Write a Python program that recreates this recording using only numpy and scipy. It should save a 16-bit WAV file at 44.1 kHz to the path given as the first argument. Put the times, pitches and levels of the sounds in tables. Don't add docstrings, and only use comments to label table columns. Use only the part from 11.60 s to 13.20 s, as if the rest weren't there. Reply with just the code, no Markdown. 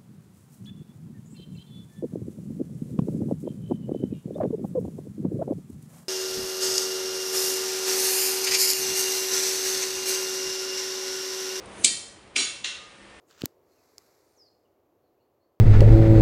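import sys
import numpy as np
from scipy import signal
from scipy.fft import rfft, irfft
from scipy.io import wavfile

SR = 44100
rng = np.random.default_rng(int(sys.argv[2]) if len(sys.argv) > 2 else 0)


def to_wav(s):
    ch = np.atleast_2d(s).T
    pcm = np.round(np.clip(ch, -1, 1) * 32767)
    wavfile.write(sys.argv[1], SR, pcm.astype(np.int16))


N = 70560
TIME = np.arange(N) / SR
BIN_HZ = np.arange(N // 2 + 1) * SR / N


def from_db(db):
    return 10 ** (np.asarray(db) / 20)


def rms_one(x):
    return x / np.sqrt(np.mean(np.abs(x) ** 2) + 1e-20)


def at_hz(points, hz):
    known_hz, values = np.transpose(points)
    return np.interp(np.log(np.maximum(hz, 1)), np.log(known_hz), values)


def noise(spectrum):
    white = rfft(rng.standard_normal(N))
    return rms_one(irfft(white * from_db(at_hz(spectrum, BIN_HZ)), N))


def drift(rate_hz):
    white = rfft(rng.standard_normal(N))
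    return rms_one(irfft(white / (1 + (BIN_HZ / rate_hz) ** 2) ** 2, N))


def tone(hz, waver, rate_hz):
    swing = 1 + waver * (drift(rate_hz) + 1j * drift(rate_hz))
    carrier = np.exp(2j * np.pi * (hz * TIME + rng.random()))
    return rms_one(np.real(swing * carrier))


def envelope(peak_s, rise_s, t60_s, hold_s=0):
    growth = np.clip((TIME - peak_s) / rise_s, -50, 0)
    decay = np.log(1000) * np.maximum(TIME - peak_s - hold_s, 0) / t60_s
    return np.exp(growth - decay)


# (time [s], rumble level [dB], hiss level [dB])
ROOM_LEVELS = [(0, -45.5, -52.5), (0.235, -45, -47.5), (0.275, -50, -50), (0.5, -55, -57.5),
               (0.72, -53.5, -58), (1.1, -54.5, -53.5), (1.3, -55.5, -53.5), (1.6, -51.5, -53)]
# (frequency [Hz], level relative to the rumble [dB])
HUM_PARTIALS = [(200, -11), (352, -18), (499, -17.5), (565, -11), (749, -20)]
# (frequency [Hz], relative spectral density [dB])
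RUMBLE_SPECTRUM = [(20, -28), (45, 0.5), (91, -2.5), (140, -3.5), (200, -6.5), (240, -5.5), (345, 0),
                   (570, -3.5), (800, -6), (1200, -7.5), (2000, -27), (5000, -60)]
HISS_SPECTRUM = [(400, -7), (1000, -5), (1600, 1.5), (2700, 0), (4200, -6.5), (7100, -13.5), (9500, -10.5),
                 (10500, -27), (14000, -36)]


def room_noise():
    times, rumble_db, hiss_db = np.transpose(ROOM_LEVELS)
    hum = sum(from_db(db) * tone(hz, waver=1, rate_hz=14) for hz, db in HUM_PARTIALS)
    rumble = from_db(np.interp(TIME, times, rumble_db)) * (noise(RUMBLE_SPECTRUM) + hum)
    hiss = from_db(np.interp(TIME, times, hiss_db)) * noise(HISS_SPECTRUM)
    return rumble + hiss


# (time [s], level [dB])
TICK_EVENTS = [(0.059, -42), (0.676, -56.5)]
# (frequency [Hz], relative spectral density [dB])
TICK_SPECTRUM = [(1000, -20), (3500, -12), (5300, -5.5), (7000, -22.5), (9300, -2), (10600, -14)]


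def ticks():
    bursts = sum(from_db(db) * envelope(s, rise_s=0.0005, t60_s=0.013) for s, db in TICK_EVENTS)
    return noise(TICK_SPECTRUM) * bursts


# (frequency [Hz], relative spectral density [dB])
SLIDE_SPECTRUM = [(500, -66), (2500, -22), (4500, -31), (6200, 2), (7500, -4), (9600, 7), (10600, -6)]


def slide(start_s=0.17, end_s=0.27, start_db=-53.5, swell_db=14.5):
    progress = (TIME - start_s) / (end_s - start_s)
    level_db = start_db + swell_db * np.minimum(progress, 1)
    return noise(SLIDE_SPECTRUM) * from_db(level_db) * (progress < 1)


# (frequency [Hz], relative spectral density [dB])
CRACK_SPECTRA = [
    [(70, -40.5), (150, -23.5), (260, -16.5), (450, -19.5), (800, -24), (1850, -25.5), (2350, -1),
     (2900, -2.5), (4200, 2), (5700, -0.5), (8400, 5.5), (10500, -8), (14500, -7.5)],
    [(100, -28), (300, -4.5), (1500, -27), (2350, 9), (4000, -1.5), (6000, -6), (10500, -20), (14500, -5.5)],
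    [(100, -35), (1000, -34), (2000, -8), (2900, -7), (3900, 14), (5000, -17), (7000, 6.5), (10500, -46)],
]


def crack(clank, impact_s, rise_s, t60_s):
    burst = envelope(impact_s, rise_s, t60_s)
    direct = from_db(4) * envelope(impact_s, rise_s=0.0016, t60_s=0.027)
    return noise(CRACK_SPECTRA[clank]) * (burst + direct)


def ripple(depth_db, width_hz):
    heights = np.interp(BIN_HZ / width_hz, np.arange(4096), rng.standard_normal(4096))
    return rms_one(from_db(depth_db * heights))


# (frequency [Hz], relative spectral density [dB])
WASH_SPECTRA = [
    [(100, -19.5), (280, 1.5), (450, -9.5), (700, -42), (1700, -12), (2350, -8), (2900, -7.5), (4300, 4.5),
     (5800, -1), (7000, 2.5), (9200, 3), (10500, -11.5), (14500, -11.5)],
    [(100, -26), (280, 1.5), (800, -6.5), (1100, -2), (1450, 2), (1750, 2), (2500, 8), (3500, 7),
     (4800, 3.5), (7000, 3.5), (7800, 0), (9200, 6), (10500, -10.5), (14500, -4.5)],
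    [(100, -49), (1000, -11.5), (1500, -5), (2100, 3.5), (3100, 3), (3800, 3.5), (4800, -2), (7100, -2.5),
     (7700, -10.5), (9000, -7), (10500, -24), (14500, -24)],
]
# (frequency [Hz], 60 dB decay time [s])
WASH_DECAY = [(150, 0.54), (500, 0.31), (1400, 0.58), (3700, 0.56), (7000, 0.57), (10500, 0.5)]


def wash(clank, impact_s, rise_s, clatter_s):
    spectrum = rfft(noise(WASH_SPECTRA[clank])) * ripple(depth_db=4.5, width_hz=40)
    octave = np.log2(np.clip(BIN_HZ, 160, 10240))
    ringing = 0
    for centre_hz in 160 * 2 ** np.arange(7):
        band_weight = np.maximum(1 - np.abs(octave - np.log2(centre_hz)), 0)
        band = irfft(spectrum * band_weight, N)
        ringing += band * envelope(impact_s, rise_s, at_hz(WASH_DECAY, centre_hz), clatter_s)
    flicker_db = 0.4 * drift(rate_hz=450)
    return ringing * rms_one(from_db(flicker_db))


# (frequency [Hz], relative level [dB], 60 dB decay time [s])
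UTENSIL_MODES = [
    [(1906, -16, .9), (2276, -8, .58), (2353, -2, .4), (2681, -9, .58), (3128, -2, .6), (3182, -9, .55),
     (3220, -8, .55), (3580, -6, .55), (4100, -6, .58), (4135, -5, .6), (4211, -3, .48), (4717, 0, .42),
     (4762, -5, .5), (5932, -6, .55), (6369, -7, .5), (6991, -1, .5), (7219, -3, .55), (7892, -6, .48),
     (8324, -6, .5), (8642, -6, .48), (9087, -4, .48), (10082, -10, .6)],
    [(1258, -17, .5), (1889, -14, .45), (2212, -11, .58), (2256, -10, .55), (2345, -3, .2), (2708, -5, .7),
     (2906, -5, .28), (3257, -12, .4), (3485, -8, .48), (3550, -12, .48), (4040, 2, .37), (4567, -6, .5),
     (5003, -12, .4), (5580, -5, .38), (5683, -6, .38), (6167, -14, .48), (6787, 1, .4), (6915, -10, .38),
     (7427, -14, .42), (7513, -10, .32), (8098, -6, .4), (8990, -11, .4), (9487, -14, .42)],
    [(1495, -6, .52), (2670, -5, .58), (2710, 1, .66), (2750, -5, .6), (2845, -7, .55), (3376, -6, .5),
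     (3420, -2, .45), (3785, -1, .5), (4060, 0, .42), (4669, -10, .45), (5227, -8, .35), (6155, -6, .38),
     (6530, -8, .43), (7230, -9, .45), (7423, -11, .4), (9072, -14, .38)],
]


def ring(clank, impact_s, clatter_s, rise_s=0.0037):
    build_up = 1 - np.exp(-np.maximum(TIME - impact_s, 0) / rise_s)
    modes = 0
    for hz, db, t60_s in UTENSIL_MODES[clank]:
        amplitude = from_db(db) * envelope(impact_s, rise_s, t60_s, clatter_s)
        modes += amplitude * tone(hz, waver=0.42, rate_hz=35)
    return build_up * modes


# (time [s], rise time [s], crack gain [dB], crack 60 dB decay time [s],
# wash gain [dB], clatter duration [s], ring gain [dB])
IMPACTS = [(0.2464, 0.003, -14.5, 0.14, -22, 0.0027, -34), (0.763, 0.0031, -25, 0.053, -25.5, 0.04, -32),
           (1.0453, 0.0026, -32.5, 0.065, -30.5, 0.011, -44)]


def clanks():
    sound = 0
    for clank, (impact_s, rise_s, crack_db, t60_s, wash_db, clatter_s, ring_db) in enumerate(IMPACTS):
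        sound += from_db(crack_db) * crack(clank, impact_s, rise_s, t60_s)
        sound += from_db(wash_db) * wash(clank, impact_s, rise_s, clatter_s)
        sound += from_db(ring_db) * ring(clank, impact_s, clatter_s)
    return sound


def thud():
    first_impact_s = IMPACTS[0][0]
    amplitude = from_db(-43.5) * envelope(first_impact_s, rise_s=0.003, t60_s=0.13)
    return amplitude * tone(hz=270, waver=0.6, rate_hz=90)


# (peak time [s], frequency [Hz], level [dB], rise time [s], 60 dB decay time [s])
SWELLING_TONES = [(0.314, 1900, -45.5, 0.014, 0.25), (0.40, 3140, -52, 0.03, 0.39),
                  (1.125, 1500, -52.5, 0.017, 0.1), (1.21, 1226, -52.5, 0.038, 0.65),
                  (1.55, 1810, -60, 0.24, 2.0)]


def late_tones():
    return sum(from_db(db) * tone(hz, waver=0.25, rate_hz=35) * envelope(peak_s, rise_s, t60_s)
               for peak_s, hz, db, rise_s, t60_s in SWELLING_TONES)


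def scene():
    return (room_noise() + ticks() + slide() + clanks() + thud() + late_tones())[None]


def record(dry, bass_edge_hz=38, treble_edge_hz=10640, top_from_hz=13400, cutoff_hz=15700):
    dry = signal.sosfilt(signal.butter(2, bass_edge_hz, "high", fs=SR, output="sos"), dry)
    passband = signal.sosfilt(signal.ellip(10, .3, 70, treble_edge_hz, fs=SR, output="sos"), dry)
    top = signal.sosfilt(signal.butter(10, top_from_hz, "high", fs=SR, output="sos"), dry)
    sheen = from_db(-42.5) * dry + from_db(-29.5) * top
    return signal.sosfilt(signal.ellip(10, .1, 80, cutoff_hz, fs=SR, output="sos"), passband + sheen)


dry = scene()
out = record(dry)
to_wav(out)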